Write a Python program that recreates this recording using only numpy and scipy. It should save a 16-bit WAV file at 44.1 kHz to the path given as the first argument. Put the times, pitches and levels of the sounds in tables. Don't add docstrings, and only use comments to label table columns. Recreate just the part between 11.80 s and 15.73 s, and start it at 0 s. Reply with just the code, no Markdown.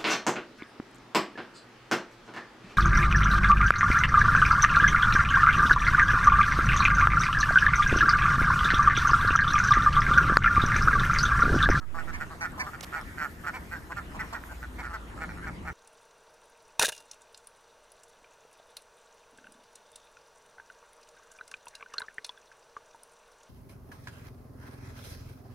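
import sys
import numpy as np
from scipy import signal
from scipy.fft import rfft, irfft, next_fast_len
from scipy.io import wavfile
from scipy.ndimage import uniform_filter1d, map_coordinates

SR = 44100
rng = np.random.default_rng(int(sys.argv[2]) if len(sys.argv) > 2 else 0)


def level_to_linear(level):
    exponent = np.asarray(level, float) / 20
    return 10 ** exponent


def unload_audio(sound):
    columns = np.transpose(np.atleast_2d(sound))
    steps = np.round(np.clip(columns, -1, 1) * 32767)
    wavfile.write(sys.argv[1], SR, steps.astype(np.int16))


N = 173313
CLEAR = .04
HISS_TOP_HZ = 14350

# start in seconds, length in seconds, level in dB, pulse rate in Hz, throat in Hz.
LEADER_CALLS = [(.173, 0.048, -38, 162.4, 1425), (.267, 0.054, -41, 163, 1423),
                (.395, 0.055, -36, 153.3, 1495), (.636, 0.041, -33.5, 173.5, 1465),
                (.925, 0.042, -42, 154.3, 1450), (1.118, .068, -35.5, 142.8, 1445),
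                (1.367, 0.074, -37, 152.7, 1540), (1.403, 0.073, -33, 146.8, 1427),
                (1.629, 0.056, -41.5, 142.2, 1325), (1.658, 0.052, -33, 170, 1473),
                (1.906, 0.062, -38.5, 168.7, 1530), (2.112, 0.0235, -38.5, 146.5, 1565),
                (2.158, 0.049, -36, 195.8, 1390), (2.387, 0.047, -37, 208, 1496),
                (2.524, .06, -39, 224.4, 1500), (2.818, 0.039, -42, 122.2, 1480),
                (3.02, 0.073, -40.5, 130.2, 1440), (3.363, 0.045, -48, 90.9, 1330)]
# ratio to the throat pitch, width in Hz, level in dB.
LEADER_THROAT = [(.6, 200, -14), (1.0, 165, 0), (1.25, 165, -4.5), (1.55, 220, -14)]


def leader():
    return placed(bird(LEADER_CALLS, LEADER_THROAT, CLEAR), pan_db=-3.6, lead_s=.00008)


# start in seconds, length in seconds, level in dB, pulse rate in Hz, throat in Hz.
CENTRE_CALLS = [
    (1.152, .052, -37, 157.3, 1440),
    (3.398, 0.064, -37.5, 159.7, 1423),
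    (3.48, 0.049, -44.5, 110.4, 1490),
    (3.661, .042, -39, 154.7, 1427),
    (3.844, 0.034, -46.5, 148.6, 1350),
    (3.861, 0.054, -38.5, 157.9, 1436),
]
# ratio to the throat pitch, width in Hz, level in dB.
OPEN_THROAT = [(.59, 170, -8), (1.0, 150, 0), (1.27, 160, -3), (1.56, 170, -6)]
# start in seconds, length in seconds, level in dB, pulse rate in Hz, throat in Hz.
NASAL_CALLS = [
    (1.727, .064, -39.5, 241.8, 1477),
    (2.977, .052, -41, 235.3, 1423),
]
# ratio to the throat pitch, width in Hz, level in dB.
NASAL_THROAT = [(.64, 170, -1), (1.0, 210, -2), (1.26, 210, -2), (1.54, 175, 0)]


def birds_ahead():
    caller = bird(CENTRE_CALLS, OPEN_THROAT, CLEAR)
    nasal = bird(NASAL_CALLS, NASAL_THROAT, rough=.015, extra_db=2.5)
    return placed(caller + nasal, pan_db=-1.0, lead_s=-0.000076)


# start in seconds, length in seconds, level in dB, pulse rate in Hz, throat in Hz.
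RASPY_CALLS = [
    (.324, 0.0536, -40, 186, 1800),
    (.789, .044, -31.5, 236, 1790),
]
HOARSE_CALLS = [
    (.601, 0.056, -34, 162.8, 1475),
]
# start in seconds, length in seconds, level in dB, pulse rate in Hz, throat in Hz.
LOW_CALLS = [
    (.772, .03, -45, 206, 990),
    (.823, 0.044, -44.5, 149.7, 1110),
    (2.34, .042, -45, 158.5, 1020),
    (2.522, 0.032, -39.5, 221.2, 1070),
    (2.705, .035, -49, 169.4, 920),
]
# ratio to the throat pitch, width in Hz, level in dB.
RASPY_THROAT = [(.59, 201, -3.5), (1.0, 180, 2), (1.24, 200, 3)]
# pitch in Hz, width in Hz, level in dB.
HOARSE_RASP = [(4860, 940, 19.5), (5820, 1100, 20), (7300, 2700, 6), (8930, 500, 1.5)]


def birds_aside():
    raspy = bird(RASPY_CALLS, RASPY_THROAT, CLEAR, HOARSE_RASP, extra_db=5)
    low = bird(LOW_CALLS, SHUT_THROAT, CLEAR, extra_db=7.5)
    hoarse = bird(HOARSE_CALLS, OPEN_THROAT, CLEAR, HOARSE_RASP, extra_db=5)
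    return placed(raspy + low + hoarse, pan_db=-2.5, lead_s=0.00019)


# start in seconds, length in seconds, level in dB, pulse rate in Hz, throat in Hz.
MUTTER_CALLS = [(0, 0.056, -51.5, 180.5, 1270), (.138, 0.059, -40.5, 165, 1190),
                (.495, .055, -45.5, 159.5, 1190), (.856, 0.047, -39.5, 193.5, 1280),
                (1.194, 0.039, -44.5, 122, 1340), (2.093, 0.045, -43.5, 165.4, 1070),
                (2.387, 0.043, -38, 212.6, 1975), (2.427, 0.038, -46.5, 151.5, 1070),
                (3.046, 0.0304, -45, 192.6, 1710), (3.088, 0.045, -44.5, 167.4, 1280),
                (3.125, 0.051, -37, 212.3, 1424), (3.562, 0.051, -49, 97, 1355),
                (3.618, 0.069, -44.5, 192.8, 1600)]
# ratio to the throat pitch, width in Hz, level in dB.
SHUT_THROAT = [(0.762, 226, 8.3), (1.0, 242, 18.6), (1.28, 210, 11)]
# start in seconds, length in seconds, level in dB, pulse rate in Hz, throat in Hz.
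THIN_CALLS = [
    (.685, 0.067, -60, 160, 1500),
    (1.95, 0.039, -43, 191, 1610),
    (1.985, 0.083, -64, 170, 1620),
    (2.682, 0.059, -47.5, 154.5, 1530),
]
# ratio to the throat pitch, width in Hz, level in dB.
THIN_THROAT = [(.54, 200, -10.5), (1.0, 109, 4)]


def quiet_birds():
    quiet = bird(MUTTER_CALLS, SHUT_THROAT, CLEAR) + bird(THIN_CALLS, THIN_THROAT, CLEAR)
    return placed(quiet, pan_db=0.5, lead_s=.00009)


def far_flock():
    luck = rng.random((240, 5))[:int(32 * N / SR)]
    calls = [(a * N / SR, 0.06 + 0.04 * b, -66.5 + 3 * c, 120 + 110 * d, 1200 + 380 * e)
             for a, b, c, d, e in luck]
    far = np.array([bird(calls[k::2], SHUT_THROAT, rough=.25) for k in range(2)])
    return 0.72 * far + 0.1 * far[::-1]


# pitch in Hz, width in Hz, level in dB.
BILL_RASP = [(2850, 1000, 7.5), (4390, 720, 8), (5606, 360, 9.5), (7650, 1100, 4), (9550, 2700, -9),
             (13300, 12000, -5)]


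def bird(calls, throat, rough, bill=BILL_RASP, extra_db=0.0):
    out = np.zeros(N)
    for s, length, db, rate_hz, throat_hz in calls:
        add(out, s, quack(length, db, rate_hz, throat_hz, throat, rough, bill, extra_db))
    return out


def quack(length, db, rate_hz, throat_hz, throat, rough, bill, extra_db):
    rise, fall = .32, .55
    usual_hz, edge_hz = 165, 2680
    chance = rng.standard_normal((4, 4500))
    u = np.arange(4500) / SR / length
    t = np.arange(500) / SR

    hump = .12 * (rate_hz / usual_hz) ** 2 * (.25 - np.clip(2 * u - .8, -1.3, 1.3) ** 2)
    jitter = .018 * unit(uniform_filter1d(chance[0], size=200))
    cycle = np.cumsum(rate_hz * (1 + hump + jitter)) / SR + .8
    swell = np.sin(np.pi / 2 * np.clip(np.minimum(u / rise, (1 - u) / fall), 0, 1))

    at = np.flatnonzero((np.diff(np.floor(cycle), prepend=0) > 0) & (u < 1))
    hz = throat_hz * (1 - .11 * (1 - swell[at]))[:, None]
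    rings = 0
    for ratio, width, gain in throat:
        fade = width * width * t * np.exp(-1.5 * np.pi * width * t)
        rings = rings + level_to_linear(gain) * fade * np.sin(2 * np.pi * ratio * hz * t)
    rings = rings * (swell[at] * level_to_linear(1.8 * chance[1, at]))[:, None]
    places = at[:, None] + np.arange(len(t))
    voice = np.bincount(places.ravel(), rings.ravel(), len(u))[:len(u)]

    puffs = swell * chance[2:] * np.exp(-2.5 * (cycle % 1))
    breath = filtered(puffs[0], resonances([(c * throat_hz, 0.51 * w, g) for c, w, g in throat]))
    rasp_db = -21 + extra_db + 0.028 * (rate_hz - usual_hz)
    rasp = level_to_linear(rasp_db) * unit(filtered(swell * puffs[1], resonances(bill)))
    blend = np.sqrt(1 - rough) * unit(voice) + np.sqrt(rough) * unit(breath)
    body = filtered(blend, lambda f: 1 / (1 + (f / edge_hz) ** 10))
    return level_to_linear(db) * np.sqrt(length * SR / len(u)) * (body + rasp)


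def banks(x):
    t = np.arange(SR // 4) / SR
    tail = rng.standard_normal((2, len(t))) * level_to_linear(-60 * t / 0.15) * (t > .004)
    return signal.fftconvolve(x, tail / np.linalg.norm(tail[0]), axes=1)[:, :N]


# start in seconds, length in seconds, level in dB.
SCRAPES = [
    (1.008, 0.0037, -42),
    (1.03, 0.0173, -41.5),
]
# time in seconds, level in dB, pitch in Hz, ring in cycles.
TICKS = [
    (1.009, -41, 5500, 1.2),
    (1.011, -41, 7000, 1.6),
    (1.028, -49, 5430, 3.5),
    (1.0334, -52, 8800, 1.6),
    (1.0378, -54, 4670, 3.6),
    (.72, -58, 8100, 6.9),
    (1.2135, -57, 5400, 6.0),
    (1.2134, -56, 9300, 7.0),
    (2.638, -42.5, 1570, 1.4),
]
# pitch in Hz, level in dB per Hz.
GRIT_COLOUR = [(290, -40), (500, -4), (797, -4), (1970, -12), (3140, -5), (15000, -22.5), (16300, -35)]


def stalk():
    out, t = np.zeros(N), np.arange(300) / SR
    uneven = rng.standard_normal(N) * level_to_linear(1.6 * rng.standard_normal(N))
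    grit = unit(filtered(uneven, lambda hz: level_to_linear(along(GRIT_COLOUR, hz))))
    for s, length, db in SCRAPES:
        add(out, s, level_to_linear(db) * grit[round(s * SR):][:round(length * SR)])
    for s, db, hz, cycles in TICKS:
        pace = hz / cycles
        add(out, s, level_to_linear(db + 26.5) * np.sin(2 * np.pi * hz * t) * t * pace * np.exp(-2 * t * pace))
    return placed(out, pan_db=-6.0, lead_s=.00002)


# pitch in Hz, level in dB per Hz.
FIZZ_COLOUR = [(10500, 14), (12000, 14), (13600, 21), (14300, 4)]
# time in seconds, level in dB.
FIZZ_LEVEL = [(0, -76), (.2, -65.5), (1.0, -61.5), (1.9, -62), (2.2, -68.5), (2.7, -61), (3.1, -68.5),
              (3.93, -73)]


def bright_fizz():
    return level_to_linear(curves(FIZZ_LEVEL)[0] + 1.6 * wobble(27)) * rush(FIZZ_COLOUR, patchy_db=1.5)


# time in seconds, then one level in dB for each order.
DRONE_LEVEL = [(0, -87, -55.5, -72), (2.0, -55.5, -55.5, -58), (2.95, -43, -51.5, -103),
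               (3.4, -48.5, -61, -59), (3.55, -46, -55, -48.5), (3.93, -50, -49, -50.5)]
DRONE_HZ = [56.03, 74.6, 174]


def engine():
    out = np.zeros(N)
    for hz, db in zip(DRONE_HZ, curves(DRONE_LEVEL)):
        level = np.sqrt(2) * level_to_linear(db + 1.5 * wobble(5.8))
        turns = np.cumsum(hz * (1 + 0.015 * wobble(7))) / SR
        out += level * np.sin(2 * np.pi * turns)
    return out


# pitch in Hz, level in dB per Hz.
RUMBLE_COLOUR = [(12, -82), (20, -4.5), (64, -1), (97, -5), (286, -8.5), (365, -11.5), (392, -14.5),
                 (600, -21.5), (780, -25), (1320, -120)]
# time in seconds, level in dB.
WIND_LEVEL = [(0, -56), (.15, -46), (.8, -46.5), (2.0, -46.5), (3.0, -47), (3.93, -43.5)]


def wind():
    level = level_to_linear(curves(WIND_LEVEL)[0] + 0.5 + 1.1 * wobble(6.3))
    return level * rush(RUMBLE_COLOUR, patchy_db=0.9) * level_to_linear([[0.5], [-0.5]])


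# pitch in Hz, level in dB per Hz.
AIR_COLOUR = [(240, -39), (450, -9), (1000, -3.5), (1900, -5.5), (2400, -12.5), (4300, -21.5),
              (10500, -27.5), (14300, -58)]
# time in seconds, level in dB.
AIR_LEVEL = [(0, -69), (.13, -58.5), (.2, -52.5), (1.0, -55.5), (2.0, -55.5), (3.93, -54.5)]


def air():
    return level_to_linear(curves(AIR_LEVEL)[0] + 5.0 + 0.76 * wobble(4.68)) * rush(AIR_COLOUR, patchy_db=3.0)


def sag():
    t = np.arange(N) / SR
    return .034 * np.exp(-((t - .17) / .16) ** 2 / 2) * [[0], [1]]


# pitch in Hz, left-right likeness from -1 to 1.
ALIKE = [(30, .85), (60, .9), (250, .85), (600, .55), (1650, -.1), (4500, .15), (7000, .82), (15000, .85)]


def rush(spectrum, patchy_db):
    z = signal.stft(rng.standard_normal((2, N)), nperseg=512)[2]
    field = uniform_filter1d(rng.standard_normal(z.shape[1:]), size=8, axis=0)
    field = uniform_filter1d(field, size=10, axis=1)
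    pair = signal.istft(z * level_to_linear(patchy_db * unit(field)), nperseg=512)[1][:, :N]

    def share(hz):
        turn = np.arccos(np.clip(along(ALIKE, hz), -1, 1)) / 2
        return level_to_linear(along(spectrum, hz)) * [np.cos(turn), np.sin(turn)]

    mid, side = filtered(pair, share)
    return unit(np.array([mid + side, mid - side]))


def placed(x, pan_db, lead_s):
    def ports(hz):
        lead = lead_s / (1 + (hz / 5500) ** 6)
        return level_to_linear([[pan_db / 2], [-pan_db / 2]]) * np.exp(1j * np.pi * hz * lead * np.array([[1], [-1]]))

    return filtered(x, ports)


def resonances(peaks):
    return lambda f: sum(level_to_linear(g) * (1j * f * w / (c * c - f * f + 1j * f * w)) ** 2 for c, w, g in peaks)


def filtered(x, response):
    m = next_fast_len(x.shape[-1] + 4096)
    return irfft(rfft(x, m) * response(np.fft.rfftfreq(m, 1 / SR)), m)[..., :x.shape[-1]]


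def unit(x):
    return x / np.sqrt(np.mean(x ** 2) + 1e-20)


def along(points, hz):
    f, v = np.transpose(points)
    return np.interp(np.log(hz + 1), np.log(f + 1), v)


def curves(rows):
    s, *cols = np.transpose(rows)
    return [np.interp(np.arange(N) / SR, s, c) for c in cols]


def wobble(rate):
    knots = rng.standard_normal(int(N * rate / SR) + 4)
    return map_coordinates(knots, [np.arange(N) * rate / SR])


def add(into, s, x):
    part = into[..., max(round(s * SR), 0):][..., :x.shape[-1]]
    part += x[..., :part.shape[-1]]


def scene():
    ducks = leader() + birds_ahead() + birds_aside() + quiet_birds() + far_flock()
    echo = filtered(banks(ducks), lambda hz: 1 / (1 + (hz / 5000) ** 4))
    hissy = ducks + level_to_linear(-11.5) * echo + bright_fizz() + air()
    return filtered(hissy, lambda hz: hz < HISS_TOP_HZ) + stalk() + engine() + wind() + sag()


def roll_off(x):
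    return signal.sosfilt(signal.butter(12, 16480, fs=SR, output="sos"), x)


def record(dry):
    return roll_off(dry)


dry = scene()
out = record(dry)
unload_audio(out)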